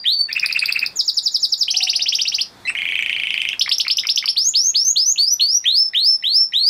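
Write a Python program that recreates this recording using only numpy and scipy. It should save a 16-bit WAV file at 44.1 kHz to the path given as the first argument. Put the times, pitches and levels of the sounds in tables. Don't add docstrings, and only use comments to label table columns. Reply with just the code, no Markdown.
import sys
import numpy as np
from scipy import signal
from scipy.fft import rfft, irfft, next_fast_len
from scipy.io import wavfile
from scipy.ndimage import uniform_filter1d

SR = 44100
rng = np.random.default_rng(int(sys.argv[2]) if len(sys.argv) > 2 else 0)


def file_out(sig):
    cols = np.atleast_2d(sig).T
    lim = np.clip(cols, -1, 1)
    pcm = np.round(lim * 32767).astype(np.int16)
    wavfile.write(sys.argv[1], SR, pcm)


def attenuation_scalar(level_db):
    decades = np.asarray(level_db, float) / 20
    return 10 ** decades


N = 295029


def along(points, hz):
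    f, v = np.transpose(points)
    return np.interp(np.log(hz + 1), np.log(f + 1), v)


def shiver(count, size):
    noise = rng.standard_normal(count + 2 * size)
    return signal.fftconvolve(noise, np.hanning(2 * size), "valid")[:count] / np.sqrt(3 * size / 4)


def add_note(track, start, shape, overtones, level_db=0, pitch=1, unsteady=0.0031, flutter_db=2.5,
             fade_s=0.00096, wander=0, notch_hz=3500, notch_db=0, shimmer_db=5):
    # frequency in Hz, level in dB.
    beak_colour = [(2000, 60), (5000, -2), (6800, -9.5), (8000, -6.5), (9300, -8.5), (10700, -9.5),
                   (11800, -4.5), (13000, -9), (16000, -15.5)]
    s, hz, db = np.transpose(shape)
    t = np.arange(s[0], s[-1], 1 / SR)
    count = len(t)
    smooth = min(max(count // 16, 1), 220)
    glide = uniform_filter1d(np.interp(t, s, hz), smooth, mode="nearest")
    waver = unsteady * shiver(count, size=64) + wander * shiver(count, size=500)
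    f = pitch * glide * (1 + waver)
    phase = 2 * np.pi * (np.cumsum(f) / SR + rng.random())

    tone = np.sin(phase) * attenuation_scalar(-notch_db * np.exp(-((f - notch_hz) / 240) ** 2))
    for multiple, overtone_db in overtones:
        colour_db = overtone_db + along(beak_colour, multiple * f) + shimmer_db * shiver(count, size=200)
        tone = tone + attenuation_scalar(colour_db) * np.sin(multiple * phase) * (multiple * f < SR / 2)

    to_edge_s = np.minimum(t - s[0], s[-1] - t)
    fade = np.sin(np.pi / 2 * np.clip(to_edge_s / fade_s, 0, 1)) ** 2
    loudness = attenuation_scalar(level_db + np.interp(t, s, db) + flutter_db * shiver(count, size=130))
    i = max(round((start + s[0]) * SR), 0)
    track[i:i + count] += tone * fade * loudness


def phrase(track, shape, times, overtones, spread=0.0054, **voice):
    for s, db in times:
        add_note(track, s, shape, overtones, db, 1 + spread * rng.standard_normal(), **voice)


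def breath(track, events, length_s, level_db):
    gate = np.zeros(N + SR)
    puff = np.hanning(round(length_s * SR) + 2)
    for s, db, *_ in events:
        gate[round((s - length_s / 2) * SR):][:len(puff)] += attenuation_scalar(db + level_db) * puff
    steep = signal.butter(6, 5800, "high", fs=SR, output="sos")
    track += signal.sosfilt(steep, gate * rng.standard_normal(N + SR))


def hum(song):
    # frequency in Hz, level in dB per Hz.
    hum_colour = [(15, -44), (25, -13), (165, -6.5), (316, -9.5), (449, -11.5), (605, -13), (674, -9.5),
                  (1880, -15), (3060, -25), (3500, -14), (6510, -26.5), (14600, -36), (15900, -53)]
    # time in seconds, share of the squeeze.
    effort = [(0, 1.46), (.25, 0.46), (.32, 0.7786), (.95, 0.39), (1.02, 0.92), (1.7, 0.88), (2.45, 0.55),
              (2.7, 0.22), (3.55, 0.57), (4.3, 1.04), (6.69, 1.11)]
    open_db, knee_db, recover_db_per_s = -45.5, -27.5, 30.5
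    squeeze = 0.74
    m = next_fast_len(N)
    colour = attenuation_scalar(along(hum_colour, np.fft.rfftfreq(m, 1 / SR)))
    noise = irfft(rfft(rng.standard_normal(m)) * colour, m)[:N]

    t = np.arange(N) / SR
    loud_db = 10 * np.log10(np.abs(uniform_filter1d(song ** 2, size=441)) + 1e-12)
    need_db = squeeze * np.interp(t, *np.transpose(effort)) * (loud_db - knee_db)
    need_db = np.maximum(need_db + recover_db_per_s * t, 9.5)
    duck_db = np.maximum.accumulate(need_db) - recover_db_per_s * t
    return noise / noise.std() * attenuation_scalar(open_db - np.clip(duck_db, 0, None))


def faint_tones():
    # time in seconds, pitch in Hz, level in dB.
    faint_calls = [
        [(0, 4780, -30.5), (.03, 4730, -29), (.05, 4738, -46), (.08, 4770, -46)],
        [(1.74, 745.1, -45), (1.77, 768, -47), (1.84, 743, -42), (1.9, 740, -54), (2.0, 710, -50),
         (2.1, 747, -57)],
        [(4.63, 2640, -77), (4.68, 2580, -60), (4.8, 2698, -63), (4.95, 2710, -76), (5.05, 2780, -67),
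         (5.12, 2800, -64), (5.25, 2820, -88), (5.5, 2790, -66.5), (5.64, 2780, -66)],
        [(5.62, 2140, -65), (5.645, 2020, -49)],
    ]
    calls = np.zeros(N + SR)
    for call, blur in zip(faint_calls, [0.006, 0.0375, 0.032, 0.02]):
        add_note(calls, 0, call, [], unsteady=blur)
    return calls[:N]


def glide_whistles(track, shape, rows, foot_hz, bright_db):
    # multiple of the pitch, level in dB.
    overtones = [(2, -23.5), (3, -26.5), (4, -27)]
    # time in seconds, level in dB.
    push = [(.08, 0.5), (.13, 1), (.18, -18.5), (.225, 6), (.26, -19), (4.4, -0.5), (4.5, -7), (4.58, 2),
            (4.69, -7.5), (4.78, 0.5), (4.9, -6.5), (5.0, 1), (5.12, -6.5), (5.21, 2), (5.34, 0.5),
            (5.41, 3), (5.45, -0.5), (5.53, 3.5), (5.56, 1.5), (5.6, 0), (5.67, 2), (5.75, 0), (5.85, -2.5),
            (5.96, 1), (6.03, -0.5), (6.12, 0.5), (6.28, -1.5), (6.39, 2), (6.45, -0.5), (6.55, -1),
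            (6.69, 2)]
    stage, pitch, db = np.transpose(shape)
    for start, first_s, second_s, shelf_hz, top_hz in rows:
        s = start + np.interp(stage, range(4), [0, 0.032, first_s, first_s + second_s])
        hz = np.interp(pitch, range(3), [foot_hz, shelf_hz, top_hz])
        glide = np.transpose([s, hz, db + np.interp(s, *np.transpose(push))])
        add_note(track, 0, glide, np.add(overtones, [0, bright_db]), unsteady=0.00055,
                 flutter_db=1.52, fade_s=0.0024, wander=0.0075)


def whistles(song):
    # stage (0 start, 1 scoop done, 2 step, 3 end),
    # pitch (0 foot, 1 shelf, 2 top), level in dB.
    slide = [(0, 0.029, -18.5), (0.201, 0.25, -12.5), (0.441, 0.3356, -12.5), (0.999, 0.57, -8.5),
             (1.349, .76, -13), (1.98, 1.0, -11.5), (2.248, 1.85, -6), (2.552, 1.99, -7.5),
             (2.998, 1.92, -18)]
    climb = [(0, 0.012, -20), (.44, 0.55, -5.5), (1, .76, -9.5), (1.75, .96, -10), (1.98, 1.0, -20.5),
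             (2.15, 1.38, -9), (2.6, 1.62, -2.5), (2.848, 1.8, -5), (3, 1.99, -1)]
    terrace = [(0, 0.035, -21), (0.439, 0.79, -9.5), (1.001, .87, -9), (1.5, .94, -11), (1.979, 1.0, -17),
               (2.2, 1.3, -10.5), (2.45, 1.68, -18), (2.7, 1.93, -10), (2.999, 1.99, -8)]
    # start in seconds, first and second leg in seconds, shelf in Hz, top in Hz.
    slides = [
        (0.053, 0.083, 0.14, 4499, 4522),
        (5.654, 0.098, 0.14, 4395, 5340),
        (5.946, 0.09384, 0.13, 4440, 5344),
        (6.237, 0.1, 0.13, 4527, 5410),
        (6.534, 0.13, 0.068, 4610, 5060),
    ]
    climbs = [
        (4.363, 0.076, 0.056, 5610, 6950),
        (4.542, 0.09, 0.074, 5730, 6750),
        (4.744, 0.1, 0.072, 5666, 6810),
        (4.957, 0.093, 0.077, 5360, 6846),
    ]
    terraces = [
        (5.174, 0.091, 0.079, 4780, 5960),
        (5.399, 0.081, 0.1, 4602, 5840),
    ]
    # time in seconds, pitch in Hz, level in dB.
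    dip = [(-.012, 2500, -29), (-.0105, 2000, -27), (-.008, 1850, -27), (-.005, 2080, -28),
           (-.002, 2400, -27), (.002, 2750, -21)]
    dip_db = [2, 2.6, 2.9, -2.2, -1.6]
    glide_whistles(song, slide, slides, foot_hz=2660, bright_db=-5.0)
    glide_whistles(song, climb, climbs, foot_hz=2780, bright_db=-2.0)
    glide_whistles(song, terrace, terraces, foot_hz=2550, bright_db=-1.5)
    dips = [(row[0], db) for row, db in zip(slides, dip_db)]
    phrase(song, dip, dips, [(2, -22), (3, -30)], spread=0.01, unsteady=0.005, flutter_db=1.2,
           fade_s=0.001, shimmer_db=2)


def grace_notes(song):
    # start in seconds, length in seconds, start pitch in Hz, end pitch in Hz, level in dB.
    graces = [(0.284, 0.019, 2690, 2736, -32.5), (0.287, 0.0091, 1780, 1845, -30),
              (1.675, 0.011, 2300, 2962, -35), (1.682, 0.012, 3030, 3270, -18.5),
              (2.651, 0.022, 2043, 2010, -30), (2.669, 0.024, 1934, 2580, -21),
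              (2.674, 0.026, 2600, 2700, -15.5), (2.694, 0.01, 2225, 1080, -25.5),
              (3.534, 0.0044, 1940, 1467, -18.5), (3.993, 0.019, 3740, 3690, -23),
              (4.358, 0.0068, 2140, 3240, -33), (4.537, 0.0064, 3650, 2500, -20),
              (4.742, 0.0029, 2080, 3614, -22.5), (5.159, 0.0052, 3030, 2390, -27),
              (5.394, 0.0085, 3940, 2630, -21)]
    grace_bright_db = [4, -10, 4, 2.5, 9, 2, 9, -2, -1.5, -3, 5, -9, 1.5, -10, -9]
    for (s, length, start_hz, end_hz, db), bright_db in zip(graces, grace_bright_db):
        shape = [(0, start_hz, db), (length, end_hz, db)]
        overtones = np.add([(2, -27.5), (3, -25.5), (4, -33.5)], [0, bright_db])
        add_note(song, s, shape, overtones, unsteady=.006, flutter_db=4.0, fade_s=0.0016)


def arches(song):
    # time from centre in seconds, pitch in Hz, level in dB.
    arch = [(-.008, 1740, -19.5), (-.005, 2336, -15), (0, 2680, -3), (.004, 2550, -4.5), (.007, 2100, -16),
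            (.01, 1527, -22), (0.014, 1020, -35)]
    arch_echo = [(.007, 2736, -26.5), (0.014, 2780, -23), (0.026, 2610, -33)]
    pip = [(-.015, 2240, -18.5), (-.012, 2480, -20.5), (-.0095, 2600, -11)]
    run_up = [(-.014, 3500, -15), (-.008, 3870, -19.5), (-.004, 4500, -45)]
    tick = [(-.0008, 5350, -5), (.0006, 5133, -2.5), (.0018, 4750, 0.5), (.0034, 4250, 13.5)]
    # time in seconds, level in dB, pitch factor, level of the echo in dB.
    arch_times = [
        (0.304, -17.5, 0.91, -3.5),
        (0.366, -4.5, 1.014, 4.5),
        (.433, -5, 0.95, 7),
        (.501, -10, 0.96, 5.5),
        (0.563, -3, 1.035, -12),
        (0.627, -2.5, 0.98, -3),
        (0.693, -3.5, 1.0, -22.5),
        (0.762, -3.5, 1.02, -17.5),
        (0.83, -4, 0.99, -13),
    ]
    pip_db = [-3, -9.5, -3, 1.5, -4.5, -1.5, -5.5, -1]
    # time in seconds, level in dB, pitch factor.
    tick_times = [
        (0.328, -10, 1.045),
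        (0.3959, -10, 1.07),
        (0.4603, -6.5, 1),
        (0.526, -7.5, 1.02),
        (0.592, -6.5, 0.98),
        (0.6574, -7.5, 0.98),
        (0.724, -7, 0.98),
        (0.7916, -11, 1.02),
        (0.862, -10.5, 1.003),
    ]
    for s, db, pitch, echo_db in arch_times:
        add_note(song, s, arch, [(2, -36.5), (3, -25), (5, -38)], db, pitch, unsteady=0.0059,
                 flutter_db=-1.05, fade_s=0.001067)
        add_note(song, s, arch_echo, [], echo_db, pitch, unsteady=0.017, flutter_db=2, fade_s=0.00277)
    pips = [(row[0], db) for row, db in zip(arch_times[1:], pip_db)]
    phrase(song, pip, pips, [], spread=0.02, flutter_db=1)
    run_ups = [(s, db) for s, db, _ in tick_times]
    phrase(song, run_up, run_ups, [], spread=0.068, unsteady=0.035, flutter_db=1)
    for s, db, pitch in tick_times:
        add_note(song, s, tick, [(2, -16.5), (3, -13.5)], db, pitch, fade_s=.0013, flutter_db=1.1,
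                 shimmer_db=4)
    breath(song, tick_times, 0.0031, level_db=-26)
    breath(song, arch_times, 0.016, level_db=-44)


def falls(song):
    # time in seconds, pitch in Hz, level in dB.
    fall = [(-.016, 6190, -34), (-.011, 5754, -19.5), (-.006, 5280, -4), (-.001, 5175, -14),
            (.003, 4740, -1), (.0055, 4620, -14), (.009, 4050, -8.5), (.012, 3677, -17), (.0155, 3150, -38)]
    fall_top = [(0, 7150, -31), (.008, 7020, -27), (0.016, 6700, -26), (0.024, 6250, -28.5),
                (0.031, 5900, -34.5)]
    # time in seconds, level in dB.
    fall_times = [
        (1.0004, 0.36),
        (1.0884, -0.273),
        (1.1805, -0.036),
        (1.269, 0.137),
        (1.3546, -0.32),
        (1.4405, 0.45),
        (1.532, 0.335),
        (1.621, 0.3),
    ]
    lead_db = [7, -1.5, -5.5, -1.5, -5, -1.5, -4.5, 0.5]
    fall_pace = [0.91, 1, 0.95, 1.02, 1.1, 1.4, 0.93, 2.7]
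    leads = [(s - 0.0425, db) for (s, _), db in zip(fall_times, lead_db)]
    phrase(song, fall_top, leads, [(2, -17)], flutter_db=3)
    for (s, db), pace in zip(fall_times, np.clip(fall_pace, .8, 1.2)):
        stretched = np.multiply(fall, [pace, 1, 1])
        add_note(song, s, stretched, [(2, -28), (3, -25)], db, flutter_db=0.3, fade_s=0.00202)
    breath(song, fall_times, 0.016, level_db=-43.5)


def rises(song):
    # time in seconds, pitch in Hz, level in dB.
    rise = [(-0.031, 1825, -26), (-0.028, 2683, -15), (-0.023, 3032, -12), (-0.015, 3692, -15),
            (-0.008, 3835, -13.5), (0, 4840, -6), (0.004, 5340, -5.5), (0.008, 5994, -15.5),
            (0.014, 6200, -20.5)]
    top_echo = [(.012, 5950, -27.5), (0.017, 5633, -14.5), (.021, 5550, -15.5)]
    # time in seconds, level in dB, cancelled pitch in Hz, echo level in dB, pitch factor.
    rise_times = [(1.71, -2, 3625, -1.5, 1.03), (1.7704, -1, 3700, 3.5, 1.007),
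                  (1.8345, -1.5, 3380, 2.5, 0.98), (1.8998, -1.5, 3430, 1, 0.9824),
                  (1.961, -2, 3620, -6.5, 0.98), (2.0235, -2.5, 3311, -0.5, 0.99),
                  (2.088, -1.5, 3820, -2, 0.98), (2.152, -1.5, 4150, -5, 1.018),
                  (2.217, -2, 4040, 0.5, .99), (2.2823, -3, 3400, 1.5, 0.98), (2.3489, -3, 3590, -4, 1),
                  (2.4136, -2, 3760, -4, 0.95)]
    for s, db, cancelled_hz, top_echo_db, pitch in rise_times:
        add_note(song, s, rise, [(2, -24), (3, -26.5)], db, pitch, flutter_db=1.5, fade_s=0.0017,
                 notch_hz=cancelled_hz, notch_db=11)
        add_note(song, s, top_echo, [(3.9, -15.5)], top_echo_db, pitch, unsteady=.012, flutter_db=1.5, fade_s=0.0021)
    breath(song, rise_times, 0.016, level_db=-44)


def roll(song):
    # time in seconds, pitch in Hz, level in dB.
    knock = [(-.0008, 3090, 1.5), (.0003, 2560, 3.5), (.0011, 2304, 1), (.002, 2150, -1),
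             (.0032, 1940, -16)]
    under = [(.006, 2225, -30), (0.01, 2157, -25), (0.019, 2250, -30)]
    # share of the gap, pitch in Hz, level in dB.
    stroke = [(.3, 2697, -34.5), (.45, 2893, -27.5), (.62, 3030, -19.5), (.8, 3250, -24.5),
              (.93, 3400, -36)]
    # time in seconds, level in dB, pitch in Hz.
    knock_times = [(2.7515, -12.5, 2010), (2.7867, -12, 2360), (2.8183, -10.5, 2150), (2.8535, -10, 2330),
                   (2.888, -10.5, 2460), (2.9213, -11, 2160), (2.9546, -7.5, 2560), (2.9903, -8, 2300),
                   (3.0238, -8, 2415), (3.0607, -8.5, 2476), (3.095, -8, 2430), (3.1282, -8, 2780),
                   (3.1633, -11.5, 2250), (3.1982, -10, 2405), (3.2345, -9, 2530), (3.27, -10, 2630),
                   (3.305, -8.5, 2820), (3.341, -9, 2380), (3.3772, -8, 2730), (3.4167, -7.5, 2690),
                   (3.4513, -8.5, 2460), (3.4882, -8, 2850), (3.53, -11, 2790)]
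    usual_hz, own_share = 2315, 0.61
    roll_start = knock_times[0][0]
    for s, db, own_hz in knock_times:
        hz = usual_hz + own_share * (own_hz - usual_hz)
        octave_db = -31 + 14 * (s - roll_start)
        add_note(song, s + .0008, knock, [(2, octave_db), (3, -24.5), (4, -47.0)], db, hz / 2300,
                 unsteady=0.0042, shimmer_db=5.5, flutter_db=0.45)
    breath(song, np.add(knock_times, [.002, 0, 0]), 0.0031, level_db=-27)
    for (s, *_), (next_s, *_) in zip(knock_times, knock_times[1:]):
        stretched = np.multiply(stroke, [next_s - s, 1, 1])
        phrase(song, stretched, [(s, 0)], [(2, -21), (3, -22.5), (4, -43)], spread=0.012,
               unsteady=0.004, flutter_db=4, fade_s=0.00099)
        phrase(song, under, [(s, 0)], [], spread=0.033, unsteady=0.019, flutter_db=0.5, fade_s=0.0017)


def tour(song):
    # time in seconds, pitch in Hz, level in dB.
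    chip = [(-.001, 4640, -0.5), (.0006, 4570, -2.5), (.0018, 5130, 2.5), (.003, 5380, -16),
            (.007, 5450, -13), (0.015, 5450, -26)]
    short_sweep = [(-0.012, 2550, -16.5), (-0.008, 3224, -10.5), (-0.003, 4340, -9), (0.002, 5180, -12),
                   (0.007, 5400, -17.5), (0.014, 5520, -26.5)]
    long_sweep = [(-0.013, 2210, -19.5), (-0.008, 3374, -7.5), (-0.003, 4230, -9), (0.002, 5050, -7),
                  (0.008, 5250, -10.5), (0.018, 5520, -14), (0.027, 5490, -16)]
    cluck = [(.0395, 1750, -23), (.042, 2100, -17), (.045, 2350, -24)]
    gulp = [(.049, 2240, -41), (0.052, 1915, -39), (.056, 1450, -33), (.061, 1070, -22.5)]
    gulp_top = [(0.053, 3540, -29), (0.057, 2870, -19), (.059, 2400, -43)]
    # time in seconds, level in dB, pitch in Hz.
    chip_times = [
        (3.595, -6.5, 5500),
        (3.6928, -7.5, 4960),
        (3.783, -6, 5620),
        (3.8813, -6, 4680),
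        (3.971, -5, 5480),
        (4.07, -7.5, 5252),
        (4.16, -4, 5630),
        (4.2577, -7, 4970),
    ]
    # time in seconds, level in dB, cancelled pitch in Hz, notch depth in dB;
    # short sweeps add the cluck level in dB.
    short_times = [
        (3.6207, 3, 4678, 5, 3),
        (3.8101, 1.9, 4670, 2, 0),
        (3.995, 2, 4420, 30, 0),
        (4.1855, 1.9, 4170, 12, 2),
    ]
    long_times = [
        (3.725, 0.84, 5300, 2.78),
        (3.9117, 0.23, 3850, 7.31),
        (4.099, -0.27, 3200, 6.8),
        (4.2888, -0.069, 3830, 17),
    ]
    for s, db, hz in chip_times:
        add_note(song, s, chip, [(2.2, -18)], db, hz / 5000, flutter_db=0.2, shimmer_db=3.5)
    breath(song, chip_times, 0.0031, level_db=-26)
    short_part = short_sweep, short_times, [(2, -26.5), (3, -34)]
    long_part = long_sweep, long_times, [(2, -24), (3, -33.5)]
    for shape, rows, overtones in (short_part, long_part):
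        for s, db, cancelled_hz, depth_db, *_ in rows:
            add_note(song, s, shape, overtones, db, flutter_db=1.0, fade_s=0.0017,
                     notch_hz=cancelled_hz, notch_db=depth_db)
    breath(song, short_times + long_times, 0.016, level_db=-40)
    clucks = [(row[0], row[-1]) for row in short_times]
    phrase(song, cluck, clucks, [(4, -26)], spread=.03, flutter_db=1, fade_s=.0015)
    phrase(song, gulp, clucks, [(2, -40)], spread=.03, unsteady=.03, flutter_db=1.5, fade_s=.002)
    phrase(song, gulp_top, clucks, [], spread=.04, unsteady=.03, flutter_db=2, fade_s=.002)


def canary():
    song = np.zeros(N + SR)
    for sing in (whistles, grace_notes, arches, falls, rises, roll, tour):
        sing(song)
    return song[:N]


def room_reply(smear_s=0.0093):
    # frequency in Hz, level in dB.
    tail_colour = [(1500, -3.5), (2100, -1), (2700, -0.5), (6000, -2), (9000, -2.5), (14000, -3.5)]
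    # frequency in Hz, time to fall 60 dB in seconds.
    decay = [(500, 0.18), (1900, 0.21), (2800, 0.2), (4200, 0.21), (5600, 0.22), (7000, 0.21),
             (10000, 0.26)]
    # delay in seconds, level in dB.
    walls = [(.004, -11.5), (.007, -10), (0.0102, -13), (0.016, -15.5), (0.023, -24.5), (.027, -29.5)]
    # frequency in Hz, level in dB.
    wall_colour = [(1200, -10.5), (1900, 4), (2500, -1.5), (3500, -0.5), (4500, -5), (5700, -9.5),
                   (7500, 3), (12000, 3)]
    hz, t, z = signal.stft(rng.standard_normal(SR // 2), SR, nperseg=256)
    fading_db = along(tail_colour, hz)[:, None] - 60 * t / along(decay, hz)[:, None]
    tail = signal.istft(z * attenuation_scalar(fading_db), SR, nperseg=256)[1]
    tail *= np.clip(np.arange(len(tail)) / SR / .008, 0, 1) ** 2
    reply = attenuation_scalar(-10.5) * tail / np.linalg.norm(tail)

    after = np.arange(600) / SR
    near = np.zeros(4096)
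    for s, db in walls:
        smear = rng.standard_normal(len(after)) * attenuation_scalar(-60 * after / smear_s)
        near[round(s * SR):][:len(after)] += attenuation_scalar(db) * smear / np.linalg.norm(smear)
    colour = attenuation_scalar(along(wall_colour, np.fft.rfftfreq(len(near), 1 / SR)))
    reply[:len(near)] += irfft(rfft(near) * colour)
    return reply


def room(x, size=8192):
    out = np.pad(x, (size, SR + size))
    direct = out.copy()
    window = np.sin(np.pi * np.arange(size) / size)
    for i in range(0, N + size, size // 2):
        wet = signal.fftconvolve(direct[i:i + size] * window, room_reply())
        out[i:i + len(wet)] += wet
    return out[size:size + N]


def scene():
    song = room(attenuation_scalar(-2.0) * canary() + faint_tones())
    return (song + hum(song))[None]


def low_pass(x):
    return signal.sosfilt(signal.butter(12, 16010, fs=SR, output="sos"), x)


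def record(dry):
    top = 0.45
    envelope = np.abs(signal.hilbert(dry, next_fast_len(N)))[:, :N]
    envelope = uniform_filter1d(uniform_filter1d(envelope, size=22), size=22)
    held = dry * (1 + (envelope / top) ** 8) ** (-1 / 8)
    bend = attenuation_scalar(-32.5) * held ** 2 / top + attenuation_scalar(-18) * held ** 3 / top ** 2
    bend = signal.sosfiltfilt(signal.butter(8, 6920, "high", fs=SR, output="sos"), bend)
    band = signal.sosfiltfilt(signal.butter(16, 15900, fs=SR, output="sos"), held + bend)
    return low_pass(band)


dry = scene()
out = record(dry)
file_out(out)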